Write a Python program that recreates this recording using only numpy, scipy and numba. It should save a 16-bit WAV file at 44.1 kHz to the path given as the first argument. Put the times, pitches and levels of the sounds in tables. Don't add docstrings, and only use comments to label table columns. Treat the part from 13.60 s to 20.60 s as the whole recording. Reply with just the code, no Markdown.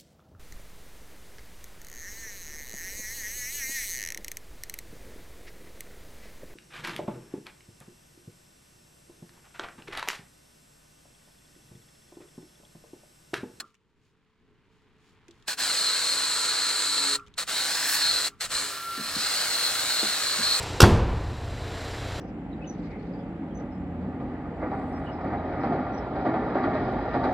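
import sys
import numpy as np
from scipy import signal
from scipy.fft import rfft, irfft
from scipy.io import wavfile
from scipy.ndimage import uniform_filter1d
from numba import njit

SR = 44100
rng = np.random.default_rng(int(sys.argv[2]) if len(sys.argv) > 2 else 0)


def wav_record(signal):
    frames = np.transpose(np.atleast_2d(signal))
    bounded = np.clip(frames, -1, 1)
    quanta = np.round(bounded * 32767).astype(np.int16)
    wavfile.write(sys.argv[1], SR, quanta)


N = 308700
T = np.arange(N) / SR
HZ = np.maximum(np.fft.rfftfreq(N, 1 / SR), 1)
ALL_HZ = (0, SR)
PISTON_HZ = 141


def cannon():
    flow, foam = valve()
    sputter = jet_sputter()
    direct = (nozzle_ring(sputter) + edge_graze(sputter)) * foam
    direct = direct + nozzle_upper_ring(sputter) * np.sqrt(flow * foam)
    direct = direct + (jet_rush(sputter) + panel_drum(sputter) + panel_boom()) * flow
    mid, side = reflected(body_shadow(direct))
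    side_db = -.3 + 3.6 * in_cabin()
    return np.array([mid, side * undb(side_db)]) + foam_splatter() * flow


# [opens t/s, air gap t/s, gap depth level/dB, closes t/s, time to die away/s, strength level/dB]
TRIGGER_PULLS = [(-1.0, -.9, -20, .007, .07, -5.5), (1.881, 1.962, -22, 3.560, .12, 0),
                 (3.782, 3.857, -23, 4.681, .12, -.2), (4.809, 4.884, -15, 8.0, .12, -.7)]


def valve():
    flow, foam = 0, 0
    for opens, gap, gap_db, closes, dying_s, db in TRIGGER_PULLS:
        spit_s = [opens - .03, opens - .011, opens, opens + .012,
                  gap - .023, gap - .006, gap + .008, gap + .020, gap + .034]
        spit_db = np.interp(T, np.sort(spit_s), [-62, -30, 2.2, 0, -4.5, gap_db, gap_db, -6, 0])
        closing = (T - closes) / dying_s
        shut = undb(-np.interp(closing, [0, .11, .33, 1, 2.5], [0, 16, 35, 50, 90]))
        gate = undb(db + spit_db) * shut * (T > opens - .03)
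        refill_db = np.interp(T, [gap - .03, gap, gap + .07], [-3, -9, 0])
        flow = flow + gate
        foam = foam + gate * np.sqrt(shut) * undb(refill_db)
    return flow, foam


def jet_sputter():
    piston = np.cos(2 * np.pi * np.cumsum(PISTON_HZ * (1 + .015 * walk(12))) / SR)
    return undb(.6 * walk(520) + .22 * walk(70) + .35 * piston)


# [t/s, nozzle to nearest panel/m]
LANCE_AIM = [(2.0, .21), (2.25, .29), (2.75, .37), (3.45, .38), (3.95, .22), (4.3, .19), (4.65, .25),
             (5.3, .3), (5.8, .24), (6.25, .225), (6.7, .3), (7.0, .27)]


def panel_distance_m():
    return curves(LANCE_AIM)[0]


def nearness():
    return .33 / panel_distance_m()


def turned():
    return np.interp(T, [4.99, 5.27, 5.61], [0, 1, 0])


def in_cabin():
    return np.interp(T, [5.4, 5.8], [0, 1])


def aimed(usual_db, halving_db, cabin_db, turned_db):
    moves_db = halving_db * np.log2(nearness()) + cabin_db * in_cabin() + turned_db * turned()
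    return undb(usual_db + moves_db)


# [f/Hz, width at half amplitude/Hz, level/dB]
NOZZLE_MODES = [(4210, 450, 0), (4030, 520, -7), (4900, 1300, -19)]
# [t/s, length/s, level/dB]
RING_FLARES = [(2.28, .25, 3), (4.0, .07, 6), (4.44, .17, 5), (4.6, .1, 2.5), (5.79, .07, 8),
               (6.07, .09, 6.5), (6.33, .06, 4), (6.93, .15, 4.5)]


def nozzle_ring(sputter):
    among_panels = np.interp(T, [3.5, 3.9], [.3, 1])
    flare_db = sum(hump(*flare) for flare in RING_FLARES)
    flicker_db = 2.0 * among_panels * walk(24)
    source = noise() * sputter * undb(.6 * walk(250))
    ring = heard(source, resonances(NOZZLE_MODES), (3800, 4700), lead=.88)
    ring = ring * aimed(-30.4, -3.8, -2.3, -17) * undb(flare_db + flicker_db)
    return delayed(ring, .00045 * among_panels * walk(9))


# [f/Hz, width at half amplitude/Hz, level/dB]
NOZZLE_UPPER_MODES = [(7620, 1650, 0), (8750, 800, -11)]


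def nozzle_upper_ring(sputter):
    upper = heard(noise() * sputter, resonances(NOZZLE_UPPER_MODES), (6900, 8500))
    return upper * aimed(-35.8, -2.3, -2.5, -19) * undb(1.0 * walk(14))


# [t/s, f/Hz]
GRAZE_NOTE = [(3.55, 4750), (3.9, 3600), (4.1, 4700), (4.27, 5400), (4.95, 4000), (5.13, 5150),
              (5.55, 5100), (6.1, 4000), (6.5, 3750), (7.0, 4600)]


def edge_graze(sputter):
    hz, = curves(GRAZE_NOTE)
    edge = np.array([svf(svf(x, hz, 800.), hz, 800.) for x in noise() * sputter])
    return heard(edge, 1, ALL_HZ, lead=.7) * aimed(-43, 6.8, 1, -11.5)


# [f/Hz, level/dB]
RUSH_SPECTRUM = [(40, -20), (120, -12.5), (230, -8), (350, -6), (500, -3), (850, -3), (1200, 1), (2000, 0),
                 (3100, 0), (5200, -1.5), (6200, -4), (9000, -5.5), (12500, -19), (16000, -24)]


def jet_rush(sputter):
    rush = heard(drops(12000, 1.7) * sputter, shape(RUSH_SPECTRUM), (2300, 3300), lead=.7)
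    return rush * aimed(-41.4, 1.7, .4, -9.8)


def panel_drum(sputter):
    hollow_hz = 1080 + 115 / panel_distance_m()
    hollow = np.array([svf(x, hollow_hz, 520.) for x in drops(4500, 1.8) * sputter])
    drum = heard(hollow, resonances([(1550, 2400, 0)]), (1420, 2100), lead=.8)
    arch_db = hump(4.33, .3, 5.5)
    return drum * aimed(-40.2, -1, 1.7, -8) * undb(arch_db)


# [f/Hz, level/dB]
BOOM_SPECTRUM = [(60, -25), (250, -9), (450, -1), (650, 0), (900, -1.5), (1180, 2), (1500, -12),
                 (4000, -35)]


def panel_boom():
    return heard(drops(4000, 1.8), shape(BOOM_SPECTRUM), ALL_HZ, lead=.6) * aimed(-57, 5, 10, -1)


# [f/Hz, level/dB]
SPLATTER_SPECTRUM = [(500, -20), (3000, -4), (6000, 1), (10000, 2), (13000, 0), (16000, -1)]


def foam_splatter():
    splatter = heard(drops(12000, 1.9), shape(SPLATTER_SPECTRUM), (11000, 15500), lead=.55)
    splash_db = hump(4.33, .11, 11)
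    return splatter * aimed(-52.7, 8.3, 4, .3) * undb(splash_db)


def body_shadow(direct):
    screened = np.array([svf(x, np.full(N, 6300.), 4200.) for x in direct])
    return direct - .6 * turned() * screened


def reflected(direct):
    mirror = .19 * nearness()
    round_trip_s = 2 * panel_distance_m() / 343
    panel = mirror * delayed(direct, round_trip_s * (1 + .05 * walk(13)))
    paving = .2 * delayed(direct, .0062 * (1 + .03 * walk(1.5)))
    return (direct + panel + paving) / np.sqrt(1 + mirror ** 2)


# [t/s, level/dB]
PUMP_CARRY = [(.2, -66), (1.0, -57), (2.9, -57.5), (3.5, -49.5), (3.9, -56.5), (4.6, -56.5), (7.0, -62)]
# [t/s, level/dB]
UNLOADER_SONGS = [(.012, -44.5), (3.587, -40), (4.715, -53)]


def pump():
    rise_s, fall_s = .16, .13
    load = 0
    for opens, _, _, closes, _, _ in TRIGGER_PULLS:
        load = load + np.clip(np.minimum((T - opens) / rise_s, 1 - (T - closes) / fall_s), 0, 1)
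    carry_db, = curves(PUMP_CARRY)
    facing = turned()

    def carried(loaded_db, idle_db, facing_db):
        return undb(carry_db + loaded_db + idle_db * (1 - load) + facing_db * facing)

    hum = tone(2 * PISTON_HZ, .009, 2.6) + tone(PISTON_HZ, .009, 2.6) * undb(-17)
    drone_hz = 433 - 11 * np.maximum(T - 2.3, 0)
    tones = hum * carried(-1.2, -24, -7)
    tones = tones + tone(drone_hz, .014, 3.2) * carried(-1.8, -17, 4)
    tones = tones + tone(1362, .0014, 1.6) * carried(4, -35, 18)
    song = heard(noise(), resonances([(1350, 80, 0), (1190, 130, -2)]), ALL_HZ)
    song_gain = sum(undb(db) * decay(np.maximum(T - s, 0), .2, .002) for s, db in UNLOADER_SONGS)
    return np.array([tones, 0 * tones]) + song * song_gain


def tone(hz, wander, flutter_db):
    phase = 2 * np.pi * np.cumsum(hz * (1 + wander * walk(30))) / SR
    return np.sqrt(2) * np.sin(phase) * undb(flutter_db * walk(18))


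# [t/s, level/dB, ring f/Hz]
GUN_CLICKS = [(.143, -57, 1700), (.151, -59, 2400), (1.682, -48, 2400), (1.709, -49, 3600),
              (1.824, -57, 3600), (3.596, -49, 2400), (3.664, -54, 3200), (3.672, -54, 3600),
              (3.680, -54, 2300), (3.740, -50, 3600)]
# [t/s, level/dB, thud f/Hz, ring level/dB, ring spread/octaves]
HOSE_KNOCKS = [(.02, -54, 330, 3, .9), (1.684, -59.5, 350, 19, .2), (3.668, -48, 70, -18, .7),
               (5.376, -38, 270, 2, .6), (5.394, -39, 220, 2.5, .6), (5.562, -38, 200, 2, .6),
               (6.424, -31, 370, 3, .9), (6.786, -35, 235, 2, .55)]
# [f/Hz, t60/s, level/dB]
HOLLOW_MODES = [(150, .12, -5), (218, .22, 0), (255, .1, -4), (338, .14, -3), (405, .1, -3), (570, .09, -7),
                (650, .09, -7)]


def handling():
    out = np.zeros((2, N))
    age = np.arange(int(.4 * SR)) / SR

    def burst(hz, width, side_db):
        centre = np.full(len(age), float(hz))
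        raw = rng.standard_normal((2, len(age)))
        x = np.array([svf(svf(n, centre, float(width)), centre, float(width)) for n in raw])
        return x / x[0].std() * undb([[0], [side_db]])

    def add(s, sound):
        start = max(int(s * SR), 0)
        out[:, start:start + len(age)] += sound[:, :N - start]

    for s, db, hz in GUN_CLICKS:
        click = burst(hz, 1300, -8) + undb(-8) * burst(6200, 4000, -4)
        add(s, undb(db) * click * decay(age, .026, .0004))
    for s, db, thud_hz, ring_db, octaves in HOSE_KNOCKS:
        ring = 0
        for hz, t60, mode_db in HOLLOW_MODES:
            size = undb(mode_db) / (1 + (np.log2(hz / thud_hz) / octaves) ** 2)
            mode_hz = hz * (1 + .02 * rng.standard_normal())
            mode = np.sin(2 * np.pi * (mode_hz * age + rng.random()))
            ring = ring + size * mode * decay(age, t60, .003)
        thud = burst(thud_hz, 1.1 * thud_hz, -9) * decay(age, .15, .004)
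        add(s, undb(db) * (thud + undb(ring_db) * np.array([ring, 0 * ring])))
    return out


# [f/Hz, level/dB]
RUSTLE_SPECTRUM = [(200, -14), (1200, -2), (3000, 1), (5000, -3), (6000, -6), (7000, -4), (8500, -11),
                   (10000, -15), (16000, -25)]
# [t/s, length/s, level above the faint constant rustle/dB]
BRUSHES = [(.07, .12, 17), (.46, .11, 11), (1.18, .17, 9), (1.48, .17, 17), (1.78, .2, 15)]


def clothes():
    rustle = heard(drops(6000, 2.1), shape(RUSTLE_SPECTRUM), (4500, 9000), lead=.3)
    return rustle * undb(-93 + sum(hump(*brush) for brush in BRUSHES))


# [t/s, level/dB]
BUFFET_LEVEL = [(1.3, -88), (1.9, -70), (3.3, -69), (3.7, -64), (7.0, -61)]


def port_buffet():
    spectrum = shape([(20, -4), (70, 0), (140, -2), (400, -24), (2000, -70)])
    level_db, = curves(BUFFET_LEVEL)
    return heard(noise(), spectrum, ALL_HZ, lead=.1) * undb(level_db + 3.8 * walk(11))


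# [f/Hz, level/dB]
RUNOFF_SPECTRUM = [(200, -8), (650, -7), (950, 3), (1300, 0), (1650, 0), (2200, -2), (3200, -6),
                   (4500, -14), (6000, -24), (10000, -36), (16000, -44)]


def foam_runoff():
    runoff = heard(drops(8000, 1.8), shape(RUNOFF_SPECTRUM), (700, 3000), lead=.3)
    return runoff * undb(background_db(-79.5, -68.5))


# [f/Hz, level/dB]
YARD_SPECTRUM = [(25, -2), (60, -2), (130, 0), (210, 0), (320, -6), (440, -5), (540, -18), (1200, -35),
                 (16000, -60)]


def yard_rumble():
    air = heard(noise(), shape(YARD_SPECTRUM), (60, 380), lead=.2)
    return air * undb(background_db(-73.5, -66.2) + 1.5 * walk(14))


def background_db(first_db, final_db):
    return np.interp(T, [.25, 1.55], [first_db, final_db])


def undb(db):
    return 10 ** (np.asarray(db) / 20)


def curves(rows):
    s, *columns = np.transpose(rows)
    return [np.interp(T, s, c) for c in columns]


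def shape(points):
    hz, db = np.transpose(points)
    return undb(np.interp(np.log(HZ), np.log(hz), db))


def resonances(modes):
    power = 0
    for hz, width, db in modes:
        detuning = (HZ / hz - hz / HZ) * hz / width
        power = power + undb(2 * db) / (1 + detuning ** 2) ** 2
    return np.sqrt(power)


def walk(rate):
    k = max(int(SR / rate), 2)
    held = np.repeat(rng.standard_normal(N // k + 1), k)
    w = uniform_filter1d(uniform_filter1d(held, k), k)[:N]
    return w / w.std()


def noise():
    return rng.standard_normal((2, N))


def drops(rate, spread_db):
    size = undb(spread_db * np.minimum(rng.exponential(size=N), 4))
    x = noise() * size * (rng.random(N) < rate / SR)
    return x / x.std()


def decay(age, t60, rise):
    return (1 - np.exp(-age / rise)) * np.exp(-np.log(1000) * age / t60)


def hump(s, length, db):
    return db * .5 ** ((2 * (T - s) / length) ** 2)


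def delayed(x, lag_s):
    return np.array([np.interp(T - lag_s, T, channel, left=0) for channel in x])


@njit
def svf(x, hz, width):
    y, b, l = np.empty(len(x)), 0., 0.
    for i in range(len(x)):
        g, k = np.tan(np.pi * hz[i] / SR), width / hz[i]
        v = (b + g * (x[i] - l)) / (1 + g * (g + k))
        b, l, y[i] = 2 * v - b, l + 2 * g * v, k * v
    return y


# [f/Hz, level/dB]
PORT_SIDE = [(30, 0), (60, -3), (110, -6), (220, -10.5), (700, -14.5), (1300, -14.2), (2400, -10),
             (4400, -4.1), (8100, -4), (15000, -4.5)]


def heard(x, gain, band, lead=.75):
    straight, scattered = rfft(x) * gain
    share = np.clip(lead * HZ / (HZ + 300) / (1 + (HZ / 13000) ** 4), 0, 1)
    side = shape(PORT_SIDE) * (1j * share * straight + np.sqrt(1 - share ** 2) * scattered)
    inside = (HZ > band[0]) & (HZ < band[1])
    return irfft(np.array([straight, side]), N) / irfft(straight * inside, N).std()


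def scene():
    background = clothes() + port_buffet() + foam_runoff() + yard_rumble()
    mid, side = cannon() + pump() + handling() + background
    return np.array([mid + side, mid - side])


def record(dry):
    rounded = .42 * np.tanh(dry / .42)
    return signal.sosfilt(signal.ellip(12, .1, 80, 15850, fs=SR, output="sos"), rounded)


dry = scene()
out = record(dry)
wav_record(out)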